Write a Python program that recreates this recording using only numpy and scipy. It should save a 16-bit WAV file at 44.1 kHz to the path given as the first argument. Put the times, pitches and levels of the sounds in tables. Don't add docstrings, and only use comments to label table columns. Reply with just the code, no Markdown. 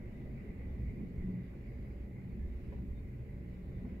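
import sys
import numpy as np
from scipy import signal
from scipy.fft import rfft, irfft, next_fast_len
from scipy.io import wavfile
from scipy.ndimage import uniform_filter1d, map_coordinates

SR = 44100
rng = np.random.default_rng(int(sys.argv[2]) if len(sys.argv) > 2 else 0)


def bounce(signal):
    frames = np.transpose(np.atleast_2d(signal))
    limited = np.clip(frames, -1, 1)
    pcm = np.round(limited * 32767).astype(np.int16)
    wavfile.write(sys.argv[1], SR, pcm)


N = 176400

# time in seconds, level in dB (used relative to its mean).
GUST_LEVEL = [(0, -53), (.45, -51.5), (.68, -54), (1.05, -46.5), (1.13, -51.5), (1.3, -48), (1.5, -56.5),
              (1.85, -51.5), (2.05, -55), (2.4, -51), (2.58, -55.5), (2.81, -48), (2.9, -53.5), (3.25, -55),
              (3.7, -54.5), (3.88, -47), (4, -54)]
# frequency in Hz, relative level in dB.
DOWNPOUR_SPECTRUM = [(700, -23), (1320, -17), (1750, -10.5), (1880, -5.5), (2020, -1), (2170, -1.5),
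                     (2300, -5.5), (2450, -7.5), (2650, -17), (3150, -30), (5600, -44)]


def rumble():
    # time in seconds, level in dB.
    levels = [(0, -45.5), (.18, -45), (.55, -46.5), (.74, -44.5), (.88, -39), (1.08, -50.5), (1.2, -40),
              (1.36, -49.5), (1.6, -51.5), (1.85, -44.5), (2.03, -45), (2.23, -50.5), (2.45, -40.5),
              (2.7, -44.5), (3.0, -40.5), (3.17, -46), (3.32, -44.5), (3.45, -49), (3.72, -44), (4, -49.5)]
    # frequency in Hz, relative level in dB.
    spectrum = [(10, -16), (24, -5), (45, -3.5), (62, 1), (78, -6), (92, -10), (130, -21), (300, -71.5)]
    # frequency in Hz, half-width in Hz, level in dB against the noise.
    room_modes = [(60.2, 1.7, -3.5), (72.6, 2.2, -10.5)]
    ringing = sum(amp(db) * resonance(hz, width) for hz, width, db in room_modes)
    return amp(curve(levels)) * unit(shaped_noise(spectrum, patchy_db=1.5) + ringing)


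def wall_boom():
    # time in seconds, relative level in dB.
    levels = [(0, -50), (.42, -48.5), (.62, -52), (.87, -43.5), (1.02, -49.5), (1.35, -43), (1.47, -51.5),
              (1.75, -50.5), (1.96, -53), (2.24, -46), (2.48, -55), (2.77, -46), (2.92, -51.5),
              (3.3, -47.5), (3.62, -54.5), (3.76, -46), (4, -57.5)]
    # frequency in Hz, relative level in dB.
    spectrum = [(60, -31), (90, -6.5), (112, -2.5), (135, 1.5), (150, -16), (200, -42.5), (600, -83)]
    return amp(curve(levels) - .5) * shaped_noise(spectrum, patchy_db=0.2)


def buffeting():
    # frequency in Hz, relative level in dB.
    roar_spectrum = [(100, -36.5), (150, -7.5), (175, -7), (250, -4.5), (300, -15), (340, -14.5),
                     (410, -17), (470, -28), (700, -38.5), (1500, -68.5), (4000, -88)]
    # frequency in Hz, half-width in Hz, level in dB, dB gained per dB of gust.
    modes = [(206.3, 7.1, -57.5, 1.5), (285.4, 10, -68, -0.4), (322, 3, -73.5, -2.1),
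             (360.4, 2.8, -65.5, 0), (414.4, 7.1, -69.5, 0.4), (444, 3.6, -72.5, 0.1),
             (567.6, 3.3, -77, -1.8), (664.6, 13, -82.5, 2.15), (987, 8.1, -88.5, 0.93)]
    gust_db = curve(GUST_LEVEL)
    gust_db -= gust_db.mean()
    roar = amp(-52.5 + 1.03 * gust_db) * shaped_noise(roar_spectrum, patchy_db=0.5)
    drone = sum(amp(db + follows * gust_db) * resonance(hz, width) for hz, width, db, follows in modes)
    return roar + drone


def window_hum(pitch_hz=181.4, wander_hz=3, rough_db=2):
    # time in seconds, relative level in dB.
    levels = [(0, -64), (.45, -58.5), (.75, -58.5), (1.16, -55), (1.28, -44.5), (1.37, -44), (1.46, -53.5),
              (1.55, -63.5), (2.0, -60.5), (2.25, -54), (2.6, -65), (2.8, -51.5), (3.2, -68.5), (3.48, -50),
              (3.64, -55.5), (3.76, -49.5), (4, -54.5)]
    phase = 2 * np.pi * np.cumsum(pitch_hz + wander_hz * wobble(15)) / SR
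    return amp(curve(levels) + 0.5 + rough_db * wobble(12)) * unit(np.sin(phase))


def downpour(patter_db=-5.5):
    # time in seconds, relative level in dB.
    levels = [(0, -67.5), (.15, -69), (.4, -62), (.53, -67.5), (.62, -62.5), (.75, -68.5), (.9, -65),
              (1.1, -68.5), (1.19, -63), (1.27, -66), (1.7, -67.5), (2.14, -69.5), (2.2, -68), (2.3, -69),
              (2.9, -71), (3.05, -68), (3.68, -70), (3.77, -64.5), (3.85, -69.5), (4, -67)]
    # frequency in Hz, half-width in Hz, level in dB against the sheets of rain.
    glass_modes = [(1933, 14, -12), (1992, 2.3, -8.5), (2130, 9.9, -20)]
    singing = sum(amp(db) * resonance(hz, width) for hz, width, db in glass_modes)
    sheets = shaped_noise(DOWNPOUR_SPECTRUM, patchy_db=3.2)
    return amp(curve(levels) - 1.5) * unit(sheets + amp(patter_db) * patter() + singing)


def patter(drops_per_s=200, spread_db=1.5, t60_s=.04):
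    gaps, excess = -np.log(rng.random((3000, 2))).T
    starts = np.cumsum(gaps) / drops_per_s
    sizes = amp(spread_db * np.minimum(excess, 3))
    t = np.arange(2048) / SR
    hits = np.zeros((2, N + len(t)))
    bursts = rng.standard_normal((1500, 2, len(t)))
    for start, size, burst in zip(starts[starts < N / SR], sizes, bursts):
        hits[:, int(start * SR):][:, :len(t)] += size * burst * amp(-60 * t / t60_s)
    return diffuse(hits[:, :N], lambda hz: amp(along(DOWNPOUR_SPECTRUM, hz)))


def drumming():
    # time in seconds, relative level in dB.
    levels = [(0.0, -64), (0.24, -67), (0.27, -59.5), (0.3, -65.5), (0.7, -63), (0.95, -68), (1.31, -65.5),
              (1.46, -67.5), (1.87, -65.5), (3.06, -70), (3.97, -65), (4.0, -67)]
    # frequency in Hz, relative level in dB.
    spectrum = [(200, -6), (400, -1), (500, -1), (580, -2.5), (640, -9), (710, -13), (820, -10),
                (900, -20.5), (1200, -21), (2000, -39.5), (4000, -68.5)]
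    return amp(curve(levels) + 4.5) * standing_waves(shaped_noise(spectrum, patchy_db=1.03))


def taps(attack_s=.004, ring_db=-9, scatter_db=2, splat_db=-3, splat_t60_s=.2):
    # start in seconds, relative level in dB.
    heavy_drops = [(.2, -60), (.75, -67), (1.53, -59.5), (2.18, -64), (2.722, -51), (2.782, -63),
                   (3.18, -67), (3.845, -58.5)]
    # frequency in Hz, relative level in dB, time to decay by 60 dB in seconds.
    pane_modes = [(259, -1.5, .2), (420, -1, 0.39), (549, 4.5, .12), (786, 4, 0.13), (975, 0, 0.084),
                  (1110, -4, .08), (1495, -2.5, 0.13), (1670, -6, 0.044), (2140, -7.5, 0.11)]
    # frequency in Hz, relative level in dB.
    splat_spectrum = [(150, -18.5), (400, 8), (900, -5), (1500, -19), (2200, -10.5), (3200, -24.5),
                      (8000, -40)]
    out = np.zeros((2, N + SR))
    t = np.arange(SR // 4) / SR
    attack = 1 - np.exp(-t / attack_s)
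    for start, drop_db in heavy_drops:
        ring = np.zeros((2, len(t)))
        for hz, mode_db, t60 in pane_modes:
            decay = amp(mode_db + rng.normal(0, scatter_db) - 60 * t / t60)
            ring += decay * np.sin(2 * np.pi * hz * t + rng.normal(0, 0.93, (2, 1)))
        splat = diffuse(rng.standard_normal((2, N)), lambda hz: amp(along(splat_spectrum, hz)))
        tap = amp(ring_db) * ring + amp(splat_db - 60 * t / splat_t60_s) * splat[:, :len(t)]
        out[:, round(start * SR):][:, :len(t)] += amp(drop_db) * tap * attack
    return out[:, :N]


def wash(level_db=-73, swell_db=1.5):
    # frequency in Hz, relative level in dB.
    spectrum = [(300, -7), (1000, -0.5), (1350, -4.5), (1600, -1.5), (2900, -5), (3200, -13.5),
                (3700, -11.5), (4300, -13.5), (4900, -15.5), (5500, -21.5), (9000, -29)]
    return amp(level_db + swell_db * wobble(6.5)) * shaped_noise(spectrum, patchy_db=2.04)


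def pings():
    # peak time in seconds, fall to 1/e in seconds, frequency in Hz, half-width in Hz,
    # peak level in dB.
    rings = [(1.787, .15, 4860, 38, -90), (2.423, 0.035, 1730, 15, -70), (2.53, 0.07, 3740, 40, -89),
             (2.978, .04, 3670, 39, -81.5), (3.78, .06, 3580, 45, -87)]
    t = np.arange(N) / SR
    return sum(amp(db) * np.exp(-((t - peak) / fall) ** 2) * resonance(hz, width)
               for peak, fall, hz, width, db in rings)


def microphone_hiss(level_db=-83):
    # frequency in Hz, relative level in dB.
    spectrum = [(100, -7.5), (3000, 3), (4700, -0.5), (5500, -1.5), (6600, -2), (7200, 4), (7800, -2.5),
                (10300, -0.5), (11400, 6), (13000, 3.5), (15700, -0.5)]
    return amp(level_db) * shaped_noise(spectrum, patchy_db=-0.8)


def standing_waves(x, ripple_db=1.5, spacing_hz=7):
    knots = rng.standard_normal(8000)
    ripple = lambda hz: np.interp(hz / spacing_hz, np.arange(len(knots)), knots)
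    return unit(filtered(x, lambda hz: amp(ripple_db * ripple(hz))))


def resonance(hz, half_width_hz):
    return diffuse(rng.standard_normal((2, N)), lambda f: 1 / (1 + ((f - hz) / half_width_hz) ** 2))


def shaped_noise(spectrum, patchy_db):
    cells = signal.stft(rng.standard_normal((2, N)), nperseg=1024)[2]
    patches = uniform_filter1d(rng.standard_normal(cells.shape[1:]), size=8, axis=0)
    patches = uniform_filter1d(patches, size=6, axis=1)
    pair = signal.istft(cells * amp(patchy_db * unit(patches)), nperseg=1024)[1][:, :N]
    return diffuse(pair, lambda hz: amp(along(spectrum, hz)))


def diffuse(pair, response):
    # frequency in Hz, correlation between left and right.
    coherence = [(60, .988), (120, .972), (220, .91), (380, .82), (560, .58), (800, .3), (1300, -.2),
                 (1650, -.12), (2050, .38), (2750, -.2), (4000, 0), (6000, .05), (7200, .35), (8500, 0)]
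    angle = lambda hz: np.arccos(np.clip(along(coherence, hz), -1, 1)) / 2
    mid, side = filtered(pair, lambda hz: response(hz) * np.array([np.cos(angle(hz)), np.sin(angle(hz))]))
    return unit(np.array([mid + side, mid - side]))


def filtered(x, response):
    size = next_fast_len(N + SR // 2)
    return irfft(rfft(x, size) * response(np.fft.rfftfreq(size, 1 / SR)), size)[..., :N]


def wobble(knots_per_s):
    return map_coordinates(rng.standard_normal(400), [np.arange(N) * knots_per_s / SR], mode="wrap")


def curve(rows):
    return np.interp(np.arange(N) / SR, *np.transpose(rows))


def along(rows, hz):
    freqs, values = np.transpose(rows)
    return np.interp(np.log(hz + 1), np.log(freqs + 1), values)


def amp(db):
    return 10 ** (np.asarray(db) / 20)


def unit(x):
    return x / np.sqrt(np.mean(x ** 2) + 1e-20)


def scene(port_delay_s=.00012):
    wind = rumble() + wall_boom() + buffeting() + window_hum()
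    wind = filtered(wind, lambda hz: np.exp(1j * np.pi * hz * port_delay_s * np.array([[-1], [1]])))
    rain = downpour() + drumming() + wash() + taps() + pings()
    return wind + rain + microphone_hiss()


def record(dry, top_hz=15750):
    # frequency in Hz, left level minus right level in dB.
    balance = [(60, -1), (200, 0.4), (700, -1.1), (1400, -3.5), (2000, -2), (2600, 3), (3400, 3),
               (4800, .5), (7200, 5), (9000, -1), (11500, -1), (14000, 7)]
    return filtered(dry, lambda hz: amp(along(balance, hz) * np.array([[.5], [-.5]])) * (hz < top_hz))


dry = scene()
out = record(dry)
bounce(out)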